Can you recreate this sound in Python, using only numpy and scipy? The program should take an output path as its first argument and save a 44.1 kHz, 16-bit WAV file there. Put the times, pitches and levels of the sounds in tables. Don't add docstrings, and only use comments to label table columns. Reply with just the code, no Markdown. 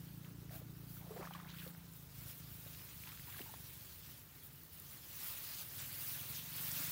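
import sys
import numpy as np
from scipy import signal
from scipy.fft import rfft, irfft
from scipy.io import wavfile
from scipy.ndimage import uniform_filter1d

SR = 44100
rng = np.random.default_rng(int(sys.argv[2]) if len(sys.argv) > 2 else 0)


def unload_wav(signal):
    wavfile.write(
        sys.argv[1],
        SR,
        np.round(np.clip(np.atleast_2d(signal).T, -1, 1) * 32767).astype(np.int16),
    )


N = 304731
TIME = np.arange(N) / SR
TOP_HZ = 15950


# t/s, level/dB
TURNING = [(0, -66.5), (.42, -70.5), (.8, -69), (1.2, -65), (1.36, -69), (2.08, -67.5), (2.5, -63),
           (2.75, -60.5), (3.5, -60.5), (4.18, -63), (4.26, -68.5), (4.37, -65.5), (4.71, -68), (4.75, -64),
           (4.93, -60.5), (5.01, -64), (5.11, -58.5), (5.24, -53), (5.61, -56), (5.67, -58), (5.76, -55),
           (6.3, -53), (6.46, -56.5), (6.58, -51), (6.9, -54)]
# t/s, length/s, blade level/dB, extra for the seed heads/dB
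STROKES = [(0.497, 0.11, -62.5, 7), (0.866, 0.16, -71.5, 15.5), (1.215, 0.08, -68, -4),
           (1.525, 0.21, -63.5, 9), (1.885, 0.18, -71.5, 13), (2.123, 0.17, -61.5, 5),
           (2.255, 0.087, -58, 7), (2.313, 0.11, -71, 14), (3.24, 0.27, -67, 11.5),
           (3.52, 0.46, -74.5, 14.5), (4.05, 0.09, -66, 6), (4.422, 0.067, -76, 20.5), (4.5, 0.28, -78, 15),
           (4.72, 0.048, -72, 14), (4.885, 0.16, -68, 10), (5.186, .17, -59.5, 10), (5.467, 0.09, -62, 4),
           (5.562, 0.08, -53.5, 5), (5.777, 0.075, -54, -10), (5.957, 0.25, -57.5, 11),
           (6.344, 0.065, -61, 11), (6.533, 0.56, -52.5, 8), (6.66, 0.4, -55, -1)]
def handling(husk_extra_db=5.5):
    blade_power = undb(curves(TURNING)[0]) ** 2
    husk_power = blade_power * undb(husk_extra_db) ** 2
    for s, length_s, db, extra_db in STROKES:
        progress = np.clip((TIME - s) / length_s, 0, 1)
        stroke = undb(db) * abs(np.sin(np.pi * progress)) ** .7
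        blade_power += stroke ** 2
        husk_power += (stroke * undb(extra_db)) ** 2
    return 10 * np.log10(blade_power), 10 * np.log10(husk_power)


# f/Hz, level/dB
STALK_TONE = [(250, -22), (550, -1.5), (1000, -3.5), (1600, -4), (2400, -6.5), (4500, -6.5), (9000, -41)]
# f/Hz, level/dB
BLADE_TONE = [(300, -18), (600, -28.5), (1100, -7), (2200, -3.5), (3600, -2), (5500, -3), (8000, -4.5),
              (11000, -7.5), (16000, -19.5)]
# f/Hz, level/dB
HUSK_TONE = [(5000, -20.5), (8500, -8.5), (10500, -3), (12500, 1.5), (14500, 5.5), (15600, 9), (16500, -30)]
def rustle(stalk_gain_db=-10.5, husk_gain_db=-1):
    blade_db, husk_db = handling()
    briskness = undb(blade_db - blade_db.max())
    slips = undb(.5 * wander(80))
    stalks = colour(contacts(1500 + 5000 * briskness, spread_db=3), STALK_TONE)
    blade_taps = contacts(4000 + 14000 * briskness, spread_db=1.5)
    blades = colour(shimmer(blade_taps, depth_db=2.5, per_s=40, bands=36), BLADE_TONE)
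    husk_taps = contacts(6000 + 14000 * briskness, spread_db=2)
    husks = colour(shimmer(husk_taps, depth_db=1, per_s=96, bands=14), HUSK_TONE)
    leaves = (unit(blades) + unit(stalks) * undb(stalk_gain_db)) * undb(blade_db)
    return slips * leaves + unit(husks) * undb(husk_db + husk_gain_db + wander(90))


def crinkle(centre_hz=3400, octaves=.58, spread_db=3, gain_db=-12, count=1800):
    out = np.zeros(N)
    for s, (pitch, size) in zip(rng.uniform(0, N / SR, count), scatter(count, 2)):
        hz = centre_hz * 2 ** (octaves * pitch)
        add(out, s, undb(spread_db * size) * np.sqrt(hz) * ping(hz, cycles=20, glide=0))
    blade_db, _ = handling()
    return unit(out) * undb(blade_db + gain_db)


# t/s, length/s, level/dB, start f/Hz, end f/Hz
SCRAPES = [(1.246, 0.016, -65, 5400, 5700), (1.486, 0.026, -58, 3400, 3690), (1.58, 0.023, -60, 3130, 2800),
           (3.063, 0.03, -66, 3900, 3600), (5.225, .11, -65, 1300, 1100), (5.429, 0.12, -59, 4280, 4710),
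           (5.565, 0.054, -62, 4500, 4210), (6.342, 0.028, -55.5, 5270, 5830),
           (6.354, .055, -56.5, 3500, 3200), (6.791, 0.048, -60, 1193, 1393)]
def leaf_scrapes(slips_per_s=2500, sharpness=2.1):
    out, t = np.zeros(N), TIME[:SR // 3]
    for s, length_s, db, start_hz, end_hz in SCRAPES:
        slips = (rng.random(SR) < slips_per_s / SR) * rng.standard_normal(SR)
        width_hz = start_hz / sharpness
        ring = resonate(resonate(slips, start_hz, width_hz), start_hz, width_hz)
        speed = np.interp(t, [0, length_s], [1, end_hz / start_hz])
        scrape = unit(np.interp(np.cumsum(speed), np.arange(SR), ring))
        add(out, s, scrape * swell(t, length_s, attack_s=.0056, release_s=.013) * undb(db))
    return out


# t/s, peak level/dB, f/Hz
CRACKS_AND_TICKS = [(.248, -49, 2200), (.495, -52, 1800), (1.013, -51, 2600), (1.178, -48.5, 1700),
                    (1.502, -46, 3500), (1.546, -46.5, 2400), (1.598, -44, 2700), (1.678, -46, 4000),
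                    (1.936, -46, 7000), (2.748, -48, 2500), (2.795, -48, 2500), (2.89, -45, 2540),
                    (3.037, -43, 2100), (3.074, -43, 2830), (3.092, -44.5, 3200), (3.175, -46, 2400),
                    (3.196, -46, 2000), (3.326, -43, 2600), (3.384, -45.5, 2100), (3.392, -41, 1700),
                    (3.394, -43.5, 3700), (4.6349, -38, 14800), (4.7995, -36, 14500), (5.9284, -37, 13000),
                    (6.037, -37, 9000), (6.104, -36, 11000), (6.3579, -38, 5500), (6.441, -39, 8000),
                    (6.5645, -33, 12000), (6.7166, -26.5, 8000), (6.7645, -31, 12000), (6.836, -34, 8000)]
def cracks_and_ticks(decay_s=.0006):
    out, t = np.zeros(N), TIME[:512]
    for s, db, hz in CRACKS_AND_TICKS:
        width_hz = min(hz / 1.4, 6000)
        crack = resonate(resonate(burst(t, decay_s), hz, width_hz), hz, width_hz)
        add(out, s, at_peak(crack, db))
    return out


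# t/s, peak level/dB
FOOTFALLS = [(1.197, -57), (1.669, -59), (3.401, -47), (6.795, -52)]
def footfalls(decay_s=.0061):
    out, t = np.zeros(N), TIME[:4096]
    ground = knock([(100, -41), (200, -.5), (290, 18), (450, -10), (800, -8.5), (2000, -29)])
    for s, db in FOOTFALLS:
        thump = signal.fftconvolve(burst(t, decay_s), ground)
        add(out, s, at_peak(thump, db))
    return out


# t/s, level before gain/dB, f/Hz, ring time/cycles
AIR_POCKETS = [(.246, -51, 2580, 4), (.427, -55, 350, 1), (.615, -51.5, 480, 1.2), (.968, -54, 1360, 3),
               (1.093, -52.5, 700, 2.2), (1.105, -45.5, 428, 9.4), (1.161, -41.5, 473, 3),
               (1.193, -42.5, 370, 2.8), (1.208, -46, 590, 2.5), (1.227, -45.5, 1010, 4.5),
               (1.251, -46, 1700, 5.5), (1.271, -43, 1170, 3), (1.308, -44, 784, 2.3),
               (1.335, -44.5, 3020, 7), (1.349, -41, 1120, 4.7), (1.388, -49, 960, 2.8),
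               (1.399, -45, 1190, 2.4), (1.539, -51, 1460, 2.8), (1.619, -48.5, 1570, 3),
               (1.663, -49, 494, 2), (1.671, -50.5, 530, 1.4), (1.701, -56, 1630, 2.7),
               (1.748, -50, 1610, 1.6), (2.661, -52.5, 567, 2.7), (3.071, -54, 995, 3.3),
               (3.118, -47, 2400, 4), (3.126, -52, 1350, 4), (3.28, -51.5, 930, 4.8),
               (3.343, -49.5, 1620, 8), (3.36, -54, 1150, 4), (3.393, -51.5, 680, 2.2),
               (3.402, -48, 373, 1.2), (3.415, -43, 2830, 4.2), (3.459, -54.5, 904, 9.8),
               (3.492, -54.5, 850, 6), (3.538, -43.5, 860, 0.93)]
def mud_pops(splat_gain_db=-5.5, ring_gain_db=-1, ring_delay_s=.001116):
    out, t = np.zeros(N), TIME[:2048]
    for s, db, hz, cycles in AIR_POCKETS:
        splat = resonate(burst(t, decay_s=6.3 * cycles / hz), 1.15 * hz, width_hz=.75 * hz)
        add(out, s, at_peak(splat, db + splat_gain_db))
        add(out, s + ring_delay_s, undb(db + ring_gain_db) * ping(hz, cycles, glide=.0079))
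    return out


# t/s, length/s, level before gain/dB, start f/Hz, end f/Hz, spread/octaves
SQUELCHES = [(0.243, 0.031, -68.5, 1500, 1300, 0.18), (0.489, 0.08, -63, 570, 670, 0.12),
             (0.504, 0.054, -67, 1700, 1350, 0.26), (1, 0.16, -64, 850, 470, 0.47),
             (1.147, 0.11, -59.5, 496, 704, 0.35), (1.192, 0.046, -56, 1010, 1330, 0.45),
             (1.299, 0.2, -63, 1160, 1520, 0.65), (1.49, 0.17, -64, 2000, 1700, 0.58),
             (1.653, 0.16, -71, 1310, 1120, 0.61), (3.043, 0.056, -64, 1580, 1640, 0.62),
             (3.248, 0.14, -65.5, 1820, 1430, 0.6), (3.445, 0.16, -72, 850, 880, 0.53)]
def mud_suction(bubbles_per_s=700, spread_db=3, gain_db=.5):
    out, t = np.zeros(N), TIME[:SR // 2]
    for s, length_s, db, start_hz, end_hz, octaves in SQUELCHES:
        crowd = np.zeros(SR)
        for k, (late, pitch, size, sign) in enumerate(scatter(bubbles_per_s // 2, 4)):
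            when = (k + late + 2) / bubbles_per_s
            hz = np.interp(when, [0, length_s], [start_hz, end_hz]) * 2 ** (octaves * pitch)
            strength = np.sign(sign) * undb(spread_db * size) * np.sqrt(hz)
            add(crowd, when, strength * ping(hz, cycles=3.3, glide=.027))
        fade = swell(t, length_s, attack_s=.017, release_s=.026)
        add(out, s, unit(crowd[:len(t)]) * fade * undb(db + gain_db))
    return out


# t/s, f/Hz
ENGINE_SPEED = [(0.0, 28.77), (1.7, 28.79), (2.0, 26.46), (2.5, 27.33), (3.0, 25.93), (3.6, 24.25),
                (4.2, 21.8), (5.0, 19.5), (5.45, 18.44), (5.8, 19.61), (6.3, 22.18), (6.91, 26.28)]
# t/s, fullness/0-1
CARRY = [(0, 0.56), (.55, 0.98), (.85, 0.92), (1.2, 0.08), (1.83, 0.04), (2.0, 1), (3.0, 1), (5.9, 0.77),
         (6.91, 0.36)]
# f/Hz, level/dB
FULL_THUD = [(28, -32.5), (45, -37.5), (58, -2), (86, -15.5), (115, 5), (144, 1.5), (172, 0), (200, -10.5),
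             (230, -19.5), (290, -11.5), (350, -21), (500, -34), (900, -57.5)]
# f/Hz, level/dB
THIN_THUD = [(28, -32), (58, -12), (86, -28), (115, -11.5), (144, -3), (172, 2), (200, -6.5), (230, -28),
             (280, -13.5), (380, -29.5), (900, -51.5)]
# f/Hz, level/dB
SLOWING_BOOM = [(30, -30), (50, -38), (76, 23), (100, 9), (140, 8), (400, -44)]
# f/Hz, level/dB
GAS_RUSH_TONE = [(120, -54), (210, -3.5), (290, -2), (380, -10), (600, -20.5), (1500, -25), (5000, -68)]
def diesel(jitter_s=.0014, spread_db=4, cooling=.52, boom_db=-6.5, gas_rush_db=-12, gain_db=-3):
    rate, = curves(ENGINE_SPEED)
    fullness, = curves(CARRY)
    level_db, uneven = engine_state()
    full, thin, boom = knock(FULL_THUD), knock(THIN_THUD), knock(SLOWING_BOOM)
    cycles = np.cumsum(rate) / SR
    firings = np.flatnonzero(np.diff(np.floor(cycles), prepend=-1))
    slowing = uniform_filter1d(1. * (np.gradient(rate) < 0), SR)
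    thuds, age = np.zeros(N), np.arange(len(full))
    for i, (late, size) in zip(firings, scatter(256, 2)):
        thud = thin + fullness[i] * (full - thin)
        thud += undb(boom_db) * slowing[i] * np.sqrt(uneven[i]) * boom
        when = i / SR + jitter_s * uneven[i] * late
        thud = np.interp(age * (rate[i] / rate.max()) ** cooling, age, thud)
        add(thuds, when, undb(spread_db * uneven[i] * size) * thud)
    gas_rush = unit(colour(rng.standard_normal(N), GAS_RUSH_TONE) * np.exp(-(cycles % 1) / 4.5))
    effort = np.clip(1 - 2 * uneven, 0, 1)
    exhaust = thuds * np.sqrt(SR / rate) + gas_rush * effort * fullness * undb(gas_rush_db)
    return exhaust * undb(level_db + gain_db)


# t/s, opening/0-1
THROTTLE = [(0, 1), (1.72, 0.71), (2.0, 0.54), (2.11, 0.45), (2.16, 0.65), (2.28, 0.8), (2.35, 0.4),
            (2.42, 0.66), (2.52, 0.66), (2.6, 0.53), (3.0, 0.47), (3.55, 0.59), (3.95, 0.32), (4.5, 0.06),
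            (5.0, 0.08), (5.45, 0.24), (5.95, 0.81), (6.91, 1)]
def engine_state(open_db=-49.5, shut_db=-69.5, db_per_octave=9, stumble=.59):
    shut = 1 - np.clip(curves(THROTTLE)[0], 0, 1)
    rate, = curves(ENGINE_SPEED)
    throttle_db = open_db + (shut_db - open_db) * shut ** 1.7
    speed_db = db_per_octave * np.log2(rate / rate.max())
    return throttle_db + speed_db, stumble * shut


# f/Hz, level/dB
ECHO_TONE = [(35, -18), (55, -28), (80, -4), (120, -18), (165, -6), (230, -36), (600, -61)]
def far_rumble(gain_db=-14.5):
    level_db, uneven = engine_state()
    rumble = unit(colour(rng.standard_normal(N), ECHO_TONE))
    return rumble * (.5 + 2 * uneven) * undb(level_db + gain_db)


# f/Hz, level/dB
AIR_TONE = [(22, 5), (38, -24), (55, 1), (90, 2.5), (165, 2), (215, -6.5), (400, -11.5), (700, -18),
            (1300, -16.5), (2500, -24), (6000, -28), (16000, -71)]
def field_air(level_db=-61):
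    return unit(colour(rng.standard_normal(N), AIR_TONE)) * undb(level_db + .13 * wander(1))


def contacts(per_s, spread_db):
    chance = np.clip(per_s / SR, 1e-4, 1)
    size = undb(spread_db * np.minimum(rng.exponential(size=N), 5))
    hits = rng.random(N) < chance
    return unit(hits * size * rng.choice([-1, 1], N) / np.sqrt(chance))


def shimmer(x, depth_db, per_s, bands):
    spectrum = rfft(x)
    place = np.sqrt(np.minimum(np.fft.rfftfreq(N, 1 / SR) / TOP_HZ, 1)) * (bands - 1)
    slices = (irfft(spectrum * np.maximum(1 - abs(place - k), 0), N) for k in range(bands))
    return sum(band * undb(depth_db * wander(per_s)) for band in slices)


def ping(hz, cycles, glide):
    turns = np.arange(int(5 * cycles * SR / hz)) * hz / SR
    fade = (1 - np.exp(-2 * turns)) * np.exp(-turns / cycles)
    return fade / fade.max() * np.sin(2 * np.pi * turns * (1 + glide * turns / cycles))


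def knock(tone, size=4096):
    cepstrum = irfft(np.log(tone_gains(tone, size)))
    ring = irfft(np.exp(rfft(2 * cepstrum * (np.arange(size) < size // 2))))
    return ring / np.linalg.norm(ring)


def tone_gains(tone, size):
    hz, db = np.transpose(tone)
    f = np.fft.rfftfreq(size, 1 / SR)
    return undb(np.interp(np.log(f + 1), np.log(hz), db))


def colour(x, tone):
    return irfft(rfft(x) * tone_gains(tone, len(x)), len(x))


def resonate(x, hz, width_hz):
    return signal.lfilter(*signal.iirpeak(min(hz, .45 * SR), hz / width_hz, SR), x)


def burst(t, decay_s):
    return rng.standard_normal(len(t)) * np.exp(-t / decay_s)


def swell(t, length_s, attack_s, release_s):
    return np.clip(t / attack_s, 0, 1) * np.exp(-np.maximum(t - length_s, 0) / release_s)


def wander(per_s):
    points = rng.standard_normal(4096)
    return unit(np.interp(TIME * per_s, np.arange(len(points)), points))


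def scatter(rows, columns):
    return np.clip(rng.standard_normal((rows, columns)), -2, 2)


def curves(table):
    s, *columns = np.transpose(table)
    return [np.interp(TIME, s, column) for column in columns]


def add(out, s, sound):
    i = int(np.clip(s * SR, 0, N - 1))
    out[i:i + len(sound)] += sound[:N - i]


def undb(db):
    return 10 ** (np.asarray(db) / 20)


def unit(x):
    return x / np.sqrt(np.mean(x ** 2))


def at_peak(x, db):
    return undb(db) * x / abs(x).max()


def scene():
    rice = rustle() + crinkle() + leaf_scrapes() + cracks_and_ticks()
    steps = footfalls() + mud_pops() + mud_suction()
    mono = rice + steps + diesel() + far_rumble() + field_air()
    return np.array([mono, mono])


def record(dry):
    thinned = signal.sosfilt(signal.butter(5, 33, "high", fs=SR, output="sos"), dry)
    return signal.sosfilt(signal.ellip(12, .1, 70, TOP_HZ, fs=SR, output="sos"), thinned)


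dry = scene()
out = record(dry)
unload_wav(out)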